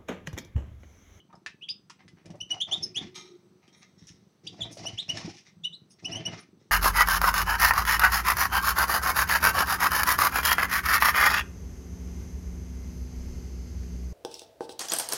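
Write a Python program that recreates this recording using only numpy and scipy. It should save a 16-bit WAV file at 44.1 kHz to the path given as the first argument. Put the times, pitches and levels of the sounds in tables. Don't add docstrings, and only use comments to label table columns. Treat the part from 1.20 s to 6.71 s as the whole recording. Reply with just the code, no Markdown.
import sys
import numpy as np
from scipy import signal
from scipy.fft import rfft, irfft, next_fast_len
from scipy.io import wavfile
from scipy.ndimage import map_coordinates

SR = 44100
rng = np.random.default_rng(int(sys.argv[2]) if len(sys.argv) > 2 else 0)


def file_out(sig):
    cols = np.atleast_2d(sig).T
    lim = np.clip(cols, -1, 1)
    pcm = np.round(lim * 32767).astype(np.int16)
    wavfile.write(sys.argv[1], SR, pcm)


N = 242991
T = np.arange(N) / SR
# f/Hz, level/dB
RUSTLE_COLOUR = [(200, -58), (800, -12.5), (1450, -7.5), (2100, 3.5), (3300, -3), (4500, -1), (5600, 3.5),
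                 (6600, -5.5), (7600, -18.5), (10200, -26), (12000, -43), (15000, -41)]


def undb(db):
    return 10 ** (np.asarray(db) / 20)


def unit(x):
    return x / np.sqrt(np.mean(x ** 2) + 1e-20)


def colour(x, points, tilt_db=0):
    size = next_fast_len(len(x) + 4096) // 2 * 2
    octave = np.log2(np.maximum(np.fft.rfftfreq(size, 1 / SR), 10))
    hz, db = np.transpose(points)
    gain_db = np.interp(octave, np.log2(hz), db) + tilt_db * np.clip(octave - np.log2(3000), -2, 2)
    cepstrum = irfft(gain_db * np.log(10) / 20)
    cepstrum[1:size // 2] *= 2
    cepstrum[size // 2 + 1:] = 0
    return irfft(rfft(x, size) * np.exp(rfft(cepstrum)))[:len(x)]


def resonate(x, hz, width_hz):
    return signal.lfilter(*signal.iirpeak(hz, hz / width_hz, fs=SR), x)


def resonate_twice(x, hz, width_hz):
    return resonate(resonate(x, hz, width_hz), hz, width_hz)


def fade(t, t60):
    return np.exp(-np.log(1000) * np.maximum(t, 0) / t60)


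def walk(rate, size):
    steps = rng.standard_normal(4096)
    return map_coordinates(steps, [np.arange(size) * rate / SR], order=3, mode="mirror")


def grains(size, spread_db):
    return unit(rng.standard_normal(size) * undb(spread_db * walk(900, size)))


def add(out, start, x):
    i = max(int(start * SR), 0)
    out[i:i + len(x)] += x[:N - i]


def background(throb_hz=23.86, throb_db=-62, throb_t60=0.013, hiss_db=-73):
    # f/Hz, level/dB
    throb_colour = [(25, -38.5), (50, -30), (80, -5.5), (130, 2.5), (190, 6), (270, -4.5), (370, -2.5),
                    (520, -19), (1000, -37), (3000, -78.5)]
    hiss_colour = [(30, -11.5), (100, 5), (250, 7.5), (450, 9), (750, 3.5), (1300, 2.5), (1700, -3),
                   (3200, -5.5), (4500, -4), (6200, -12), (7600, -17), (10000, -16), (12500, -20),
                   (15500, -15.5)]
    # f/Hz, width/Hz, level/dB
    whines = [(3900, 410, -94.5), (4940, 150, -100), (6000, 200, -85), (8050, 25, -91)]
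    # t/s, gain/dB
    drift = [(0, -1), (.7, -0.5), (1.2, 2.5), (5.5, 0.5)]
    since_beat = (T - 0.0071) % (1 / throb_hz)
    beats = (0.15 + fade(since_beat, throb_t60)) * undb(2 * walk(9.2, N))
    throb = undb(throb_db) * unit(colour(beats * rng.standard_normal(N), throb_colour))
    hiss = undb(hiss_db) * unit(colour(rng.standard_normal(N), hiss_colour))
    whine = sum(undb(db) * unit(resonate(rng.standard_normal(N), hz, width)) for hz, width, db in whines)
    return throb + (hiss + whine) * undb(np.interp(T, *np.transpose(drift)))


def squeaks(width_hz=900):
    # t/s, length/s, f/Hz, level/dB
    events = [(2.558, .05, 14000, -85.5), (2.54, 0.11, 9400, -73.5), (3.512, 0.037, 11000, -74),
              (4.689, 0.051, 9530, -66), (5.19, .035, 9700, -60)]
    out = np.zeros(N)
    for start, length, hz, db in events:
        hiss = unit(resonate_twice(rng.standard_normal(int(length * SR)), hz, width_hz))
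        add(out, start, undb(db) * np.hanning(len(hiss)) * hiss)
    return out


def frame_drone(wander=0.033, flicker_db=3, buzz_db=-4, edge_s=0.025):
    # t/s, length/s, f/Hz, level/dB
    drones = [(1.504, 0.46, 368, -55.5), (1.95, 0.16, 367.6, -55), (2.082, 0.1, 360, -50.5),
              (2.169, 0.256, 360, -65), (4.34, 0.21, 168, -56.5)]
    out = np.zeros(N)
    for start, length, hz, db in drones:
        t = T[:int(length * SR)]
        pitch = hz * (1 + wander * walk(60, len(t)))
        tone = np.sin(2 * np.pi * np.cumsum(pitch) / SR)
        grit = undb(flicker_db * walk(35, len(t))) + undb(buzz_db) * walk(137.8, len(t))
        soft_ends = np.clip(np.minimum(t, length - t) / edge_s, 0, 1)
        add(out, start, undb(db) * unit(tone * grit) * soft_ends)
    return out


def scrapes(swell_s=0.019, contact_db=3, sing_db=-21, sing_t60=0.43, sing_width_hz=70):
    # t/s, fade time at 3 kHz/s, level/dB, treble tilt/(dB per octave), rubbing/dB
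    slides = [(0.09, 0.055, -63, -19, -2), (0.122, 0.1, -52, -27, -2), (0.786, 0.11, -56.5, -10, 22),
              (0.961, 0.36, -65, -10.5, 30), (1.942, 0.41, -42, 1.5, -36), (2.417, 0.41, -63.5, -8, 0),
              (2.517, 0.84, -62.5, 0.5, -8), (2.612, 0.095, -53.5, -2.5, 1), (2.776, 0.84, -63, 3.5, 1),
              (2.866, 0.21, -52, 5, 3.5), (3.508, 0.26, -49.5, 16, 6), (4.158, 0.19, -52.5, 3, 32),
              (4.249, 0.17, -55, -0.5, 7.5), (4.699, 0.11, -55.5, 13.5, -6), (4.782, 0.047, -60, -.5, 13),
              (5.39, 0.27, -69.5, 1, 1.5)]
    # f/Hz, width/Hz, level/dB
    bar_notes = [(892, 380, -7.5), (1239, 73, -0.5), (2097, 450, -1), (2285, 120, -7.5), (3310, 220, -4),
                 (3763, 730, -4), (5148, 430, -4), (5880, 120, -2), (5500, 326, 3.5), (6440, 49, 7),
                 (8215, 550, -15), (8800, 3400, -29)]
    out, t = np.zeros(N), T[:SR // 2]
    for start, t60, db, tilt_db, rub_db in slides:
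        slips = grains(len(t), spread_db=4.5)
        shares = undb(contact_db * rng.standard_normal(len(bar_notes)))
        steady, ring = 0, 0
        for share, (hz, width, bar_db) in zip(shares, bar_notes):
            gain = share * undb(bar_db + tilt_db * np.log2(hz / bar_notes[0][0]))
            note = gain * resonate_twice(slips, hz, width)
            sing = undb(sing_db) * np.std(note) * unit(resonate(note, hz, sing_width_hz))
            life = (3000 / hz) ** 0.2
            ring += note * fade(t - swell_s, t60 * life) + sing * fade(t, sing_t60 * life)
            steady += note
        rub = undb(rub_db) * unit(colour(slips, RUSTLE_COLOUR, tilt_db)) * fade(t - swell_s, t60)
        scrape = (ring / np.std(steady) + rub) / np.hypot(1, undb(rub_db))
        add(out, start, undb(db) * np.minimum(t / swell_s, 1) * scrape)
    return out


def taps(crack_t60=0.082, chatter_t60=0.11, ring_t60=0.12, knock_hz=1750, knock_t60=0.026):
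    # t/s, level/dB, treble tilt/(dB per octave), ring f/Hz, ring gain/dB
    hits = [(0.128, -64.5, 1, 1220, 17), (0.154, -67.5, 7, 5200, 10), (0.262, -38.5, -4, 2570, -1.5),
            (0.698, -46, 2, 1420, -4), (0.880, -53, 0.5, 2020, -3), (1.057, -54, 3, 5800, -20),
            (1.104, -54.5, 0.5, 5800, -5), (1.156, -64, 7.5, 5800, -12.5), (2.479, -60.5, 3, 3200, 2.5),
            (2.870, -56.5, 10, 5800, 6.5), (3.572, -51.5, 4.5, 5800, -12), (3.972, -38, -0.5, 5400, 2)]
    # f/Hz, level/dB
    wire_colour = [(150, -55), (500, -18), (800, -21.5), (1020, -7.5), (1350, -15), (1720, -8.5),
                   (2250, -2.5), (3200, -4.5), (4400, -6), (5250, -1.5), (6500, -8), (7700, -16),
                   (10000, -20), (15000, -62)]
    out, t = np.zeros(N), T[:SR // 3]
    hardest_db = max(hit[1] for hit in hits)
    for start, db, tilt_db, ring_hz, ring_db in hits:
        life = undb(0.27 * (db - hardest_db))
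        wires = unit(colour(grains(len(t), spread_db=2.5), wire_colour, tilt_db))
        chatter = wires * fade(t, chatter_t60 * life) / 2
        crack = undb(1) * wires * fade(t, crack_t60) / 2
        knock_gain = undb(-2 * tilt_db)
        knock = knock_gain * np.sin(2 * np.pi * knock_hz * t) * fade(t, knock_t60)
        ring = undb(ring_db) * np.sin(2 * np.pi * ring_hz * t) * fade(t, ring_t60 * life)
        add(out, start, undb(db) * (crack + chatter + knock + ring))
    return out


def thuds(rise_s=0.005, body_db=-8, fade_cycles=6.4):
    # t/s,
    # level/dB, f/Hz
    events = [(0.131, -42, 185), (0.7, -40, 1040), (0.848, -43, 175), (0.93, -47, 158), (1.055, -40, 168),
              (1.098, -34, 183.5), (1.216, -42, 166), (1.363, -37.5, 750), (1.518, -37.5, 723),
              (1.573, -38, 213), (1.81, -36, 218), (1.839, -33, 227), (2.818, -44, 164), (2.9, -45.5, 160),
              (3.246, -45.5, 175), (3.419, -37.5, 116), (3.568, -39, 610), (3.611, -35.5, 174),
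              (3.729, -40.5, 123), (3.883, -39.5, 167.3), (3.932, -39, 135), (4.044, -32, 201),
              (4.075, -30, 315.6), (4.884, -39, 186)]
    out, t = np.zeros(N), T[:SR // 4]
    for start, db, hz in events:
        body = unit(resonate_twice(rng.standard_normal(len(t)), hz, width_hz=0.83 * hz))
        thud = np.sin(2 * np.pi * hz * t) + undb(body_db) * body
        loudness = np.minimum(t / rise_s, 1) * fade(t - rise_s, fade_cycles / hz)
        add(out, start, undb(db) * thud * loudness)
    return out


def wings(beat_hz=21.67, beat_depth_db=4, takeoff_s=0.00533, settle_t60=0.21):
    # t/s, length/s, base levels of push/dB, swish/dB and rustle/dB,
    # swish shift/octaves, rustle tilt/(dB per octave)
    flutters = [(1.042, .12, -53, -55.5, -73.5, -0.23, -11), (1.292, 0.053, -52, -48, -55.5, 0.037, 0.5),
                (1.469, 0.045, -55.5, -49.5, -59.5, -0.039, -3), (1.51, 0.059, -52.5, -51.5, -57, .05, 3),
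                (1.593, 0.085, -48, -68.5, -63.5, -0.178, 0.5),
                (1.754, 0.097, -48, -59.5, -55.5, 0.088, -2.5), (3.234, .13, -51, -64.5, -66.5, 0.037, 2.5),
                (3.375, 0.13, -47, -54.5, -61.5, -0.097, -2.5),
                (3.568, .13, -47.5, -50.5, -53.5, -0.012, 2), (3.718, 0.11, -57.5, -67, -60.5, 0.02, 0),
                (3.877, 0.12, -45.5, -52, -52, -0.12, 0.5), (3.951, .14, -48.5, -53.5, -52.5, 0.172, 0.5),
                (4.088, 0.065, -59.5, -88, -60.5, -0.27, 2.5), (4.82, 0.15, -48, -55, -65.5, 0.0098, 6),
                (4.877, 0.15, -43, -49, -55.5, -0.11, -5), (5.051, 0.088, -42.5, -48.5, -54.5, -0.0043, -6),
                (5.109, 0.082, -53, -58, -55.5, 0.83, -1)]
    # f/Hz, level/dB
    push_colour = [(30, -44), (65, -25.5), (110, 0), (185, -3), (260, -3.5), (340, -2.5), (480, -11.5),
                   (900, -51), (3000, -94)]
    swish_colour = [(100, -30.5), (250, -17.5), (400, -11.5), (520, -6), (720, 8), (900, -5.5),
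                    (1080, -14.5), (1400, -14), (2500, -57), (6000, -79.5)]
    # f/Hz, width/Hz, level/dB
    hollows = [(560, 130, -14), (700, 56, -1), (899, 157, -15.5), (1058, 160, 1)]
    out, t = np.zeros(N), T[:SR // 3]
    size = len(t)
    for start, length, push_db, swish_db, rustle_db, octaves, tilt_db in flutters:
        phase = 2 * np.pi * np.cumsum(beat_hz * (1 + 0.13 * walk(9, size))) / SR
        effort = np.minimum(t / takeoff_s, 1) * fade(t - length, settle_t60)
        strokes = effort * unit(undb(-beat_depth_db * np.cos(phase)))
        shift = 2 ** octaves
        air = unit(colour(grains(size, spread_db=5.5), [(hz * shift, db) for hz, db in swish_colour]))
        hollow = sum(undb(db + 4 * walk(30.5, size)) * unit(resonate(air, hz * shift, width))
                     for hz, width, db in hollows)
        lumps = undb(3 * walk(57.2, size))
        swish = undb(swish_db - 0.5) * unit((air + hollow) * lumps)
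        push = undb(push_db - 4.5) * unit(colour(grains(size, spread_db=0.5), push_colour))
        rustle = undb(rustle_db + 3) * unit(colour(grains(size, spread_db=-0.5), RUSTLE_COLOUR, tilt_db))
        add(out, start, strokes * (push + swish + rustle))
    return out


def whistle(length, first_hz, last_hz, overtone_db, bend, crest, edge, waver,
            third_db=-7, fourth_db=-10, fifth_db=-30, rasp_db=-25, air_db=-33):
    size = int(length * SR)
    progress = np.linspace(0, 1, size)
    hz = last_hz + (first_hz - last_hz) * (1 - progress) ** bend
    phase = 2 * np.pi * np.cumsum(hz * (1 + waver * walk(500, size))) / SR
    phase += undb(rasp_db) * walk(2500, size)
    arch = np.interp(progress, [0, crest, 1], [0, 0.5, 1])
    pressure = np.abs(np.sin(np.pi * arch)) ** edge
    second = undb(9 * (1 - progress))
    shares = [second] + [undb(db) * pressure for db in (third_db, fourth_db, fifth_db)]
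    rough_phase = phase + undb(-15) * walk(900, size)
    overtones = sum(share * undb(2.5 * walk(340, size)) * np.sin(k * rough_phase) * (k * hz < SR / 2)
                    for k, share in enumerate(shares, 2))
    air = undb(air_db) * rng.standard_normal(size)
    return pressure * (np.sin(phase) + undb(overtone_db) * overtones + air)


def finch_calls():
    # t/s, length/s, top f/Hz, level/dB, rise/share of top f, overtone gain/dB
    peeps = [(1.203, 0.02006, 3016, -30.5, 0.14, -11.5), (1.303, 0.025, 2950, -25.5, 0.045, -12),
             (3.654, 0.032, 3015, -31, .16, -8), (3.889, 0.01956, 2980, -24, .14, -11.5),
             (4.844, .024, 2980, -29, 0.215, -9.5), (4.912, 0.0294, 2940, -34.5, 0.2076, -7.5),
             (4.943, 0.041, 3114, -32, .19, -11), (5.052, 0.022, 2964, -28, 0.099, -6.5)]
    # t/s, length/s, start f/Hz, end f/Hz, level/dB, overtone gain/dB
    chirps = [(0.000, 0.0075, 3130, 3030, -49.5, -21), (0.41, 0.041, 2380, 3423, -39, -33),
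              (0.485, 0.01, 1970, 3880, -30, -16.5), (0.487, 0.036, 4670, 5135, -27, -43),
              (1.401, 0.029, 2720, 3700, -23, -16), (1.511, 0.039, 2814, 3770, -22.5, -14),
              (1.624, 0.028, 5590, 5110, -24, -25), (1.627, .019, 6760, 5930, -31.5, -18),
              (1.744, 0.0173, 2300, 2840, -39.5, -9), (1.754, .036, 2750, 3670, -26.5, -14),
              (3.266, 0.015, 2300, 4010, -33.5, -11.5), (3.271, 0.015, 4680, 4810, -34.5, -45),
              (3.405, 0.02508, 3757, 3076, -29, -15.5), (3.416, 0.029, 3114, 3980, -32, -15),
              (3.774, .037, 2565, 4194, -28, -17.5), (4.435, 0.0185, 3230, 4050, -34.5, -18),
              (4.441, 0.024, 2830, 3007, -25.5, -20.5), (4.525, 0.032, 3310, 4280, -39, -21.5)]
    # f/Hz, gain/dB
    beak_colour = [(2000, -9), (3100, -0.5), (3550, 1), (4300, -3), (5800, -1.5), (6600, -6), (7800, -12.5),
                   (9000, 1), (10800, -7.5), (12000, -19), (13000, -23.5), (15500, -29)]
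    out = np.zeros(N)
    for start, length, top_hz, db, rise, overtone_db in peeps:
        note = whistle(length, top_hz * (1 - rise), top_hz, overtone_db,
                       bend=2.59, crest=0.62, edge=0.74, waver=0.011, third_db=-11, fourth_db=-9)
        add(out, start, undb(db) * note)
    for start, length, first_hz, last_hz, db, overtone_db in chirps:
        note = whistle(length, first_hz, last_hz, overtone_db,
                       bend=1.35, crest=0.61, edge=0.77, waver=0.019, rasp_db=-21)
        add(out, start, undb(db) * note)
    return colour(out, beak_colour)


def room(x, wash_db=-10.5, scatter_t60=0.08, tail_t60=0.21, build_s=0.0025):
    # delay/s, level/dB
    echoes = [(.0021, -22.5), (.0038, -22.5), (.0062, -36.5), (0.011, -21.5)]
    # f/Hz, level/dB
    scatter_colour = [(100, 4.5), (600, 0), (3000, 2.5), (6000, 0), (10000, 6), (15000, -3.5)]
    tail_colour = [(100, 10), (600, -3.5), (3000, 5.5), (6000, -2.5), (8000, -3.5), (10000, -9),
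                   (15000, -22)]
    t = T[:SR]
    onset = np.minimum(t / build_s, 1) ** 2
    wash = sum(unit(colour(rng.standard_normal(SR), points) * onset * fade(t, t60)) / np.sqrt(SR)
               for points, t60 in ((scatter_colour, scatter_t60), (tail_colour, tail_t60)))
    out = x + signal.fftconvolve(x, undb(wash_db) * wash)[:N]
    for delay, db in echoes:
        add(out, delay, undb(db) * x)
    return out


def scene():
    cage = room(finch_calls() + squeaks() + taps() + scrapes() + wings() + thuds())
    return (cage + frame_drone() + background())[None]


def record(dry, bass_hz=44, top_hz=15700):
    thin = signal.sosfilt(signal.butter(4, bass_hz, "high", fs=SR, output="sos"), dry)
    return signal.sosfilt(signal.ellip(10, 0.1, 80, top_hz, fs=SR, output="sos"), thin)


dry = scene()
out = record(dry)
file_out(out)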